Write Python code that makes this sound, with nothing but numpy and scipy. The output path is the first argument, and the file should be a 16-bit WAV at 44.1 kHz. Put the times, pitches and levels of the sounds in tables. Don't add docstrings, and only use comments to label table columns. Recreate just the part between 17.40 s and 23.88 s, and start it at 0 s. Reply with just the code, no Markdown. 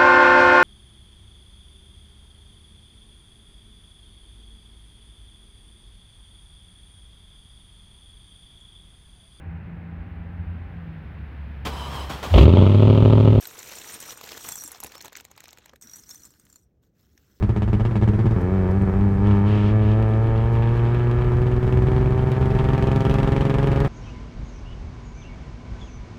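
import sys
import numpy as np
from scipy import signal
from scipy.fft import rfft, irfft
from scipy.io import wavfile
from scipy.ndimage import uniform_filter1d

SR = 44100
rng = np.random.default_rng(int(sys.argv[2]) if len(sys.argv) > 2 else 0)


def write(x):
    x = np.atleast_2d(x).T
    wavfile.write(sys.argv[1], SR, np.round(np.clip(x, -1, 1) * 32767).astype(np.int16))


N = 285768
TIME = np.arange(N) / SR
CATCH_S = 0.963


# (time [s], pulse strength [dB], overtone lift [dB], gas rasp [dB])
ENGINE_EFFORT = [(0.96, 6.5, 4, -56), (1.3, 6.5, 5.5, -65), (1.43, 4.5, 3.5, -57), (1.52, 3.5, 7.5, -68),
                 (1.62, 8, 1, -49), (1.78, 3.5, 5.5, -63), (1.87, 9.5, 5, -38), (2.02, 6.5, 6.5, -46),
                 (2.4, 7, 6.5, -45), (2.9, 5, 6.5, -41), (3.27, 6.5, 5.5, -38), (3.8, 7, 5.5, -39.5),
                 (4.15, 6, 2.5, -42), (4.5, 7.5, 3, -41), (5.15, 6.5, 3, -36.5), (5.65, 6.5, 6, -34.5),
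                 (6.48, 6, 6, -36)]
def pulling(overtones_hz=495):
    times, strength_db, leads = firings()
    tone = pipe(clicks(times, amp(curve(ENGINE_EFFORT, times) + strength_db)))
    boom = below(tone, overtones_hz)
    drone = boom + (tone - boom) * amp(curve(ENGINE_EFFORT, axis=2))
    gas = exhaust_gas(times, strength_db, leads) * amp(curve(ENGINE_EFFORT, axis=3))
    return drone + (TIME >= CATCH_S) * gas + flares(times, strength_db)


# (time [s], firing rate before the swing [Hz])
ENGINE_SPEED = [(0.96, 90.5), (1.4, 96.03), (2, 101.72), (2.8, 111.15), (3.6, 119.63), (4.5, 125.78),
                (5.5, 132.34), (6.2, 136.68), (6.48, 138.18)]
def firing_rate(swings_per_s=4.122, crest_s=1.144, jolt_hz=2.48, decay_s=1.48, sway_hz=0.62):
    depth_hz = sway_hz + jolt_hz * np.exp(-(TIME - CATCH_S) / decay_s)
    swing = np.cos(2 * np.pi * swings_per_s * (TIME - crest_s))
    return (curve(ENGINE_SPEED) + depth_hz * swing) * (TIME >= CATCH_S)


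# (time [s], unevenness [0-1])
UNEVENNESS = [(0.96, 0.45), (1.07, 0), (1.36, 0), (1.41, 0.6), (1.52, 0.6), (1.56, 0), (3.75, 0),
              (4.0, 0.4), (4.35, 0.59), (4.7, 0.35), (5.1, 0.44), (5.6, 0.61), (6.48, 0.61)]
BUNCH_DB = [8.5, 2, 7.5, -9, -9.5, -4]
# (from time [s], place [0-5])
BUNCH_LEADER = [(0, 0), (3.5, 4), (4.2, 0), (4.74, 3)]
def firings(jitter_s=0.00005, scatter_db=0.55):
    fired = np.cumsum(firing_rate()) / SR
    times = TIME[1:][np.diff(np.ceil(fired)) > 0]
    since, leaders = np.transpose(BUNCH_LEADER)
    leader = leaders[np.searchsorted(since, times) - 1]
    place = (np.arange(len(times)) - leader).astype(int) % len(BUNCH_DB)
    uneven = curve(UNEVENNESS, times)
    late, strong = rng.standard_normal((len(times), 2)).T
    strength_db = uneven * np.array(BUNCH_DB)[place] + scatter_db * (0.21 + uneven) * strong
    return times + jitter_s * uneven * late, strength_db, place == 0


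# (frequency [Hz], width [Hz], relative level [dB])
PIPE_MODES = [(67.6, 12, -8), (108.6, 18.8, 7.5), (152, 8.8, 6), (197.8, 17.4, 4), (269, 9.6, -9),
              (312.2, 30, -7.5), (371.8, 21.7, -5), (410, 34, -10), (447.3, 24.3, -12),
              (552.7, 26.6, -17.5), (651.3, 38.3, -21.5), (785, 46.4, -21.5), (913, 38, -22),
              (1011, 54, -30), (1204, 84, -28), (1328.5, 24, -28.5), (1706, 90, -31.5), (2264, 90, -36.5),
              (2566, 92, -42), (3070, 72, -44.5), (3330, 50, -54.5)]
def pipe(pulses, low_hz=52, top_hz=3700, floor_db=-58, size=16384):
    hz = abs(np.fft.fftfreq(size, 1 / SR)) + 1
    power = sum(amp(db) ** 2 / (1 + ((hz - f) / width) ** 2) ** 2 for f, width, db in PIPE_MODES)
    power = (power + amp(floor_db) ** 2) / (1 + (low_hz / hz) ** 6) / (1 + (hz / top_hz) ** 14)
    response = np.exp(np.conj(signal.hilbert(np.log(power + 1e-12) / 2)))
    ring = np.fft.ifft(response).real[:size // 2]
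    return -signal.fftconvolve(pulses, ring / np.linalg.norm(ring))[:N]


# (time [s], relative crack [dB], relative thump [dB])
COAST_POPS = [(0.026, -21, -14), (0.093, -24.5, -13.5), (0.163, -21, -15), (0.221, -21, -15.5),
              (0.278, -25.5, -16.5), (0.331, -20.5, -12.5), (0.398, -22, -15), (0.452, -21.5, -14.5),
              (0.511, -26.5, -17.5), (0.556, -18, -14), (0.614, -26, -20), (0.624, -21, -11.5),
              (0.677, -21, -12), (0.735, -28, -15), (0.791, -22, -12), (0.844, -37, -13),
              (0.857, -22.5, -10), (0.91, -24.5, -13.5)]
# (frequency [Hz], relative level [dB])
CRACK_SPECTRUM = [(200, -12.5), (500, -11.5), (900, -10), (1400, -13.5), (1900, -0.5), (2500, -1),
                  (3300, -3.5), (4100, -12), (5000, -15.5), (6500, -19.5), (9000, -25.5), (15500, -47)]
def coasting(firing_hz=110.4, thump_db=23.5, edge_db=36, crack_db=-21):
    fade_db = np.array([0, -1, -4, -13, -16, -16, -16, -16])
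    thumps, cracks = np.zeros(N), np.zeros(N)
    ends = [row[0] for row in COAST_POPS[1:]] + [CATCH_S]
    for (start, crack, thump), end in zip(COAST_POPS, ends):
        count = int(np.clip(round((end - start) * firing_hz), 1, len(fade_db)))
        times = np.linspace(start, end, count, endpoint=False)
        strength_db = fade_db[:count] + 0.5 * rng.standard_normal(count)
        thumps += clicks(times, amp(thump + strength_db))
        cracks += clicks(times, amp(crack + 2 * strength_db))
    boom = below(pipe(thumps, low_hz=74), hz=444)
    ring = pipe(cracks)
    edge = ring - below(ring, hz=514)
    gas = puffs(cracks, CRACK_SPECTRUM, burst_s=0.0042, tail_s=0.018, tail_db=-15)
    return amp(thump_db) * boom + amp(edge_db) * edge + amp(crack_db) * gas


# (frequency [Hz], relative level [dB])
RASP_SPECTRUM = [(200, -10.5), (500, -13.5), (900, 6.5), (1400, -6), (1900, -10.5), (2600, -5),
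                 (3300, -8.5), (4100, -17.5), (5000, -26), (6500, -32), (9000, -46), (15500, -49)]
def exhaust_gas(times, strength_db, leads, rasp_db=-5, crack_db=-1, harsh_db=3, scatter_db=5.1):
    harsh = np.arange(len(times)) % 3 == 1
    gas_db = strength_db + harsh_db * harsh * (1 - curve(UNEVENNESS, times))
    gas_db += scatter_db * rng.standard_normal(len(times))
    rasp = puffs(clicks(times, amp(gas_db)), RASP_SPECTRUM, burst_s=0.0012, tail_s=0.006, tail_db=-2.5)
    hard_kicks = clicks(times, leads * amp(strength_db))
    crack = puffs(hard_kicks, CRACK_SPECTRUM, burst_s=0.002, tail_s=0.008, tail_db=-6)
    uneven = curve(UNEVENNESS)
    return steady(rasp) * amp(rasp_db - 3 * uneven) + steady(crack) * amp(crack_db) * uneven ** 2


# (time [s], length [s], level [dB])
RASP_FLARES = [(1.83, 0.16, -53), (2.03, 0.32, -45), (2.4, 0.16, -49)]
# (frequency [Hz], relative level [dB])
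FLARE_SPECTRUM = [(500, -20.5), (1300, 1.5), (3000, 5.5), (4000, -6), (6000, -17), (8000, -25),
                  (12000, -35)]
def flares(times, strength_db):
    kicks = clicks(times, amp(strength_db - 9.8 * curve(UNEVENNESS, times)))
    hiss = puffs(kicks, FLARE_SPECTRUM, burst_s=0.0034, tail_s=0.016, tail_db=2)
    return unit(hiss) * swells(RASP_FLARES, soft=0.38)


def puffs(kicks, spectrum, burst_s, tail_s, tail_db):
    t = TIME[:SR // 5]
    power = np.exp(-t / burst_s) + amp(tail_db) ** 2 * np.exp(-t / tail_s)
    return noise(spectrum) * np.sqrt(abs(signal.fftconvolve(kicks ** 2, power)[:N]))


# (time [s], length [s], from [Hz], to [Hz], level [dB])
SOFT_THUDS = [(2.865, 0.047, 476, 120, -25)]
def thuds():
    out = np.zeros(N)
    for start, length, from_hz, to_hz, db in SOFT_THUDS:
        hz = np.geomspace(from_hz, to_hz, int(length * SR))
        glide = np.sin(2 * np.pi * np.cumsum(hz) / SR)
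        add(out, start, amp(db) * np.hanning(len(hz)) * glide)
    return out


# (time [s], level [dB])
WIND_LEVEL = [(0, -24.5), (1.1, -26), (1.7, -24), (2.6, -27), (3.6, -25), (4.2, -21), (4.9, -23),
              (6.48, -24.5)]
# (frequency [Hz], relative level [dB])
WIND_SPECTRUM = [(12, -40), (25, -19), (37, -6.5), (50, -7), (65, -3.5), (85, -9.5), (130, -12.5),
                 (250, -26), (600, -81.5)]
def wind():
    return noise(WIND_SPECTRUM) * amp(curve(WIND_LEVEL))


# (time [s], level [dB])
ROAD_LEVEL = [(0, -38.5), (.55, -34.5), (1.2, -32.5), (2.5, -34.5), (3.5, -32.5), (6.48, -28.5)]
# (frequency [Hz], relative level [dB])
ROAD_SPECTRUM = [(30, -6), (120, -3), (250, -5.5), (400, 0.5), (600, -14), (1000, -13.5), (1900, -19.5),
                 (2800, -35.5), (4200, -40), (6500, -46), (9500, -51), (10500, -57), (12000, -53.5),
                 (15500, -58.5)]
def road(waver_db=0.6):
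    surface_db = waver_db * unit(smooth(rng.standard_normal(N), seconds=0.08))
    return noise(ROAD_SPECTRUM) * amp(curve(ROAD_LEVEL) + surface_db)


# (time [s], length [s], level [dB])
TRIM_TICKS = [(1.005, 0.019, -57), (1.305, 0.019, -58), (1.421, 0.0019, -47)]
# (frequency [Hz], relative level [dB])
TRIM_SPECTRUM = [(1500, -11), (4500, 2), (9000, -2), (15500, -7)]
def trim():
    return swells(TRIM_TICKS, soft=0.76) * noise(TRIM_SPECTRUM)


def amp(db):
    return 10 ** (np.asarray(db) / 20)


def unit(x):
    return x / np.sqrt(np.mean(x ** 2) + 1e-20)


def curve(rows, t=TIME, axis=1):
    rows = np.asarray(rows, float)
    return np.interp(t, rows[:, 0], rows[:, axis])


def add(mix, start, sound):
    part = mix[max(round(start * SR), 0):][:len(sound)]
    part += sound[:len(part)]


def clicks(times, sizes):
    samples = np.clip(np.round(times * SR).astype(int), 0, N)
    return np.bincount(samples, sizes, N + 1)[:N]


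def swells(rows, soft):
    level = np.zeros(N)
    for start, length, db in rows:
        add(level, start, amp(db) * signal.windows.tukey(int(length * SR), soft))
    return level


def noise(spectrum):
    hz, db = np.transpose(spectrum)
    gain = amp(np.interp(np.log(np.fft.rfftfreq(N, 1 / SR) + 1), np.log(hz), db))
    return unit(irfft(rfft(rng.standard_normal(N)) * gain, N))


def smooth(x, seconds):
    size = max(int(seconds * SR), 1)
    return uniform_filter1d(uniform_filter1d(x, size), size)


def steady(x, seconds=0.38):
    running = (TIME >= CATCH_S).astype(float)
    power = abs(smooth(x ** 2, seconds)) / (abs(smooth(running, seconds)) + 1e-6)
    return x / np.sqrt(power + 1e-6 * np.mean(x ** 2))


def below(x, hz, order=8):
    return irfft(rfft(x) / (1 + (np.fft.rfftfreq(N, 1 / SR) / hz) ** (2 * order)), N)


def scene():
    return (coasting() + pulling() + road() + trim() + wind() + thuds())[None]


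def record(dry):
    edge_hz = 15750
    low_pass = signal.firwin(511, edge_hz, window=("kaiser", 9), fs=SR)
    return signal.oaconvolve(dry, low_pass[None], "same")


dry = scene()
out = record(dry)
write(out)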